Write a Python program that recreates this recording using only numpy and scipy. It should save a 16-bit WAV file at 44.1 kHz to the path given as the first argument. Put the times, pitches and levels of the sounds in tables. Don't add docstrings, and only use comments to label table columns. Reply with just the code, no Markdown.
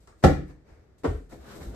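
import sys
import numpy as np
from scipy import signal
from scipy.fft import rfft, irfft
from scipy.io import wavfile

SR = 44100
rng = np.random.default_rng(int(sys.argv[2]) if len(sys.argv) > 2 else 0)


def inscribe(sig):
    pcm = np.round(np.clip(np.atleast_2d(sig).T, -1, 1) * 32767)
    wavfile.write(sys.argv[1], SR, pcm.astype(np.int16))


N = 77175


def amp(db):
    return 10 ** (np.asarray(db) / 20)


def read(points, hz):
    f, value = np.transpose(points)
    return np.interp(np.log(hz + 1), np.log(f + 1), value)


def since(s):
    return np.maximum(np.arange(N) / SR - s, 0)


def stroke(s, rise, hold, fall):
    t = since(s)
    return np.minimum(t / rise, 1) * np.exp(-np.maximum(t - hold, 0) / fall)


# (frequency [Hz], level [dB])
STEREO_WIDTH = [(60, -12.5), (110, -11), (200, -10), (380, -9), (700, 1), (1300, -4), (4000, 2),
                (15000, -1)]


def coloured(colour, drive=None):
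    hz = np.fft.rfftfreq(N, 1 / SR)
    if drive is None:
        drive = rng.standard_normal((2, N))
    mid, side = rfft(drive) * amp(read(colour, hz))
    side = side * amp(read(STEREO_WIDTH, hz))
    left_right = irfft([mid + side, mid - side], N)
    return left_right / np.std(irfft(mid, N))


# (frequency [Hz], time [s])
ROOM_FADE = [(60, 0.69), (150, 0.47), (400, 0.3945), (900, 0.2744), (2000, 0.41), (5000, 0.3324),
             (12000, 0.32)]


def room(x, wet_db, gap_s=0.0045):
    hz, t, (mid, side) = signal.stft(rng.standard_normal((2, N)), SR, nperseg=1024)
    width = amp(read(STEREO_WIDTH, hz))[:, None]
    bands = np.array([mid + width * side, mid - width * side]) / np.sqrt(1 + width ** 2)
    decay = amp(-60 * t / read(ROOM_FADE, hz)[:, None])
    tail = signal.istft(bands * decay, SR, nperseg=1024)[1][:, :N]
    tail = tail * stroke(gap_s, 0.0034, 2, 1)
    tail = tail / np.linalg.norm(tail[0])
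    return x + amp(wet_db) * signal.fftconvolve(x, tail, axes=1)[:, :N]


# (frequency [Hz], relative level [dB per Hz])
HUSH_COLOUR = [(20, -26), (40, -7), (65, -3), (100, -9), (160, -14), (230, -19), (345, -15), (450, -21),
               (720, -27), (1000, -34), (1350, -34), (1900, -36), (2800, -47), (4300, -48), (6000, -50),
               (13000, -58), (15000, -66)]


def hush():
    return amp(-60.5) * coloured(HUSH_COLOUR)


# (time [s], level [dB], rise [s], fall [s])
RUSTLES = [(0, -74, 0.0067, 0.088), (0.169, -74.5, 0.034, 0.056), (0.451, -73.5, .035, 0.011),
           (0.979, -70, 0.0062, 0.021), (1.044, -62.5, 0.022, 0.077), (1.304, -66, .007, 0.016)]
# (frequency [Hz], relative level [dB per Hz])
RUSTLE_COLOUR = [(500, -11), (1500, -1.5), (3000, -2.5), (4500, -0.5), (6000, -3), (8300, 2.5),
                 (13000, -3.5), (15000, -27)]


def rustles():
    shape = sum(amp(db) * stroke(s, rise, rise, fall) for s, db, rise, fall in RUSTLES)
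    return room(shape * coloured(RUSTLE_COLOUR), wet_db=-1.5)


# (time [s], level [dB], fall [s])
TICKS = [(0.0736, -55.5, .004), (0.237, -31.5, 0.00073), (1.043, -44, 0.001), (1.31, -60, 0.0038)]
# (frequency [Hz], relative level [dB])
TICK_COLOUR = [(100, -7.5), (700, -1), (1300, 0), (2600, -15.5), (6000, -12), (7900, -8), (10500, -14),
               (14000, -35)]


def ticks():
    shape = sum(amp(db) * stroke(s, .0005, .001, fall) for s, db, fall in TICKS)
    return room(shape * coloured(TICK_COLOUR), wet_db=0.5)


# (time [s], level [dB], rise [s], fall [s])
BRUSHES = [(0.074, -56.5, .004, 0.024), (0.225, -38, 0.0082, 0.0042), (0.468, -54.5, 0.043, 0.0087),
           (0.639, -60.5, 0.054, 0.11), (1.034, -43, 0.0028, 0.006), (1.309, -48.5, 0.019, 0.011),
           (1.598, -47.5, 0.022, 0.011)]
# (frequency [Hz], relative level [dB per Hz])
BRUSH_COLOUR = [(60, -14.5), (130, -4.5), (220, -7), (430, -7), (700, -14), (1300, -18), (2200, -20.5),
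                (3200, -35.5), (4600, -32), (8000, -36.5), (13500, -40.5), (15000, -62.5)]


def brushes():
    shape = sum(amp(db) * stroke(s, rise, rise, fall) for s, db, rise, fall in BRUSHES)
    return room(shape * coloured(BRUSH_COLOUR), wet_db=-4)


# (time [s], level [dB])
KNOCKS = [(0.075, -60), (0.123, -58)]
# (frequency [Hz], relative level [dB])
KNOCK_COLOUR = [(300, -23.5), (950, -13.5), (1300, 3), (1550, -9), (2000, -17.5), (5000, -42.5)]


def knocks():
    shape = sum(amp(db) * stroke(s, rise=.002, hold=.0014, fall=.007) for s, db in KNOCKS)
    return room(shape * coloured(KNOCK_COLOUR), wet_db=-4)


SLAP_S, SLAP_DB = 0.238, -12.5
# (frequency [Hz], relative level [dB per Hz])
SLAP_COLOUR = [(22, -41.5), (45, -16), (100, -13), (190, -11), (250, -16), (320, -4.5), (440, -15.5),
               (540, -9.5), (640, -19.5), (760, -10.5), (950, -30), (1350, -23), (1700, -26.5),
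               (2200, -32.5), (3000, -42), (4000, -39), (6500, -45.5), (8300, -48), (12500, -53),
               (15000, -57)]
# (frequency [Hz], level [dB], time to fade by 60 dB [s])
BED_TONES = [(44.8, -25, 0.61), (65.7, -18, 0.51), (82.4, -13, 0.36), (142.9, -17, 0.43),
             (172.1, -18.5, .28), (207.3, -10.5, 0.19), (268, -22, 0.35), (299.4, -15, 0.26),
             (370, -22, 0.24), (526.3, -20, .24), (550.5, -17.5, .24), (716, -18.5, .2), (771, -23.5, 0.28),
             (813, -23.5, 0.22), (1079, -34.5, 0.28), (1349, -30, 0.25)]
BED_RISE_S, BED_SPREAD = .005, .6


def slap():
    shape = stroke(SLAP_S, rise=.0012, hold=.011, fall=.006)
    smack = amp(SLAP_DB) * shape * coloured(SLAP_COLOUR)
    t = since(SLAP_S)
    ring = np.zeros((2, N))
    for k, (hz, db, fade_s) in enumerate(BED_TONES):
        scatter = BED_SPREAD * amp(read(STEREO_WIDTH, hz)) * rng.standard_normal((2, 1))
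        phase = np.pi * k + scatter
        ring += amp(db - 60 * t / fade_s) * np.sin(2 * np.pi * hz * t + phase)
    return room(smack, wet_db=-3) + ring * np.minimum(t / BED_RISE_S, 1)


# (time [s], level [dB], frequency [Hz], time to fade by 60 dB [s])
THUDS = [(0.715, -39, 60, 0.096), (0.784, -43.5, 60.4, 0.098), (1.046, -24, 293, 0.12),
         (1.074, -19.5, 84.5, 0.22), (1.079, -26.5, 45, 0.51), (1.101, -27, 125.6, 0.14),
         (1.148, -19, 71.5, 0.11), (1.234, -46, 57, 0.16), (1.321, -47, 62, 0.17), (1.382, -43, 64.7, 0.28),
         (1.606, -37, 76.4, 0.38), (1.663, -29.5, 53.7, 0.3)]
THUD_RISE_S = 0.012


def thuds():
    total = np.zeros(N)
    for s, db, hz, fade_s in THUDS:
        t = since(s)
        loudness = amp(db - 60 * t / fade_s) * np.minimum(t / THUD_RISE_S, 1)
        total += loudness * np.sin(2 * np.pi * hz * t)
    return total


PAT_S, PAT_DB = 1.040, -24.5
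# (frequency [Hz], relative level [dB per Hz])
PAT_COLOUR = [(30, -33), (150, -7.5), (220, -5), (295, 5.5), (370, 0.5), (440, 1.5), (560, -2.5), (750, -6),
              (1030, -14.5), (1320, -11), (1700, -20.5), (3200, -33), (8200, -44.5), (12800, -52),
              (15000, -63)]


def pat():
    shape = stroke(PAT_S, rise=0.0085, hold=0.018, fall=0.012)
    return room(amp(PAT_DB) * shape * coloured(PAT_COLOUR), wet_db=-4.5)


# (time [s], billow level [dB], swish level [dB], crinkle level [dB])
PULL = [(1.29, -58, -65, -65), (1.318, -62, -67, -71), (1.332, -43.5, -74, -70), (1.368, -54.5, -82.5, -78),
        (1.406, -57.5, -65.5, -74.5), (1.51, -52.5, -52, -64.5), (1.572, -48, -58, -61),
        (1.594, -46.5, -70, -65), (1.632, -47.5, -52.5, -61), (1.654, -49, -64, -61.5),
        (1.726, -49, -69, -74.5), (1.75, -49.5, -53.5, -85)]
# (frequency [Hz], relative level [dB])
BILLOW_COLOUR = [(40, -2.5), (100, 4.5), (200, 2), (450, -0.5), (700, -7.5), (1100, -21), (3000, -33.5)]
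SWISH_COLOUR = [(300, -5), (800, 2), (1400, 4.5), (2200, -6.5), (3000, -9.5), (4500, -12), (10000, -20)]
CRINKLE_COLOUR = [(1500, -30), (3000, -14.5), (3750, 6), (4500, -2), (8000, 2), (10000, 3.5), (13000, 1),
                  (15000, -13)]
BILLOW_TRIM_DB, SWISH_TRIM_DB, CRINKLE_TRIM_DB = 0, -0.5, -0.5
CREASES_PER_S, CREASE_SPREAD_DB = 3500, 1


def pull():
    s, billow_db, swish_db, crinkle_db = np.transpose(PULL)
    t = np.arange(N) / SR
    clicks = rng.random(N) < CREASES_PER_S / SR
    strength = amp(CREASE_SPREAD_DB * np.minimum(rng.exponential(1, N), 4))
    creases = rng.standard_normal((2, N)) * clicks * strength
    billow = amp(BILLOW_TRIM_DB + np.interp(t, s, billow_db)) * coloured(BILLOW_COLOUR)
    swish = amp(SWISH_TRIM_DB + np.interp(t, s, swish_db)) * coloured(SWISH_COLOUR)
    crinkle = amp(CRINKLE_TRIM_DB + np.interp(t, s, crinkle_db)) * coloured(CRINKLE_COLOUR, creases)
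    start = stroke(s[0], .01, 2, 1)
    return room((billow + swish + crinkle) * start, wet_db=-4.5)


LEFT_DB = .6


def scene():
    small_touches = rustles() + ticks() + brushes() + knocks()
    everything = hush() + small_touches + slap() + thuds() + pat() + pull()
    return everything * amp([[LEFT_DB], [-LEFT_DB]])


EDGE_HZ = 14000


def record(dry):
    hz = np.fft.rfftfreq(2 * N, 1 / SR)
    dip_db = read([(8500, 1), (9400, -9), (10000, -13), (10700, -2)], hz)
    heard = irfft(rfft(dry, 2 * N) * amp(dip_db))[:, :N]
    heard = heard / (1 + heard ** 8) ** (1 / 8)
    low_pass = signal.firwin(255, EDGE_HZ, window=("kaiser", 8), fs=SR)
    return signal.oaconvolve(heard, low_pass[None], "same")


dry = scene()
out = record(dry)
inscribe(out)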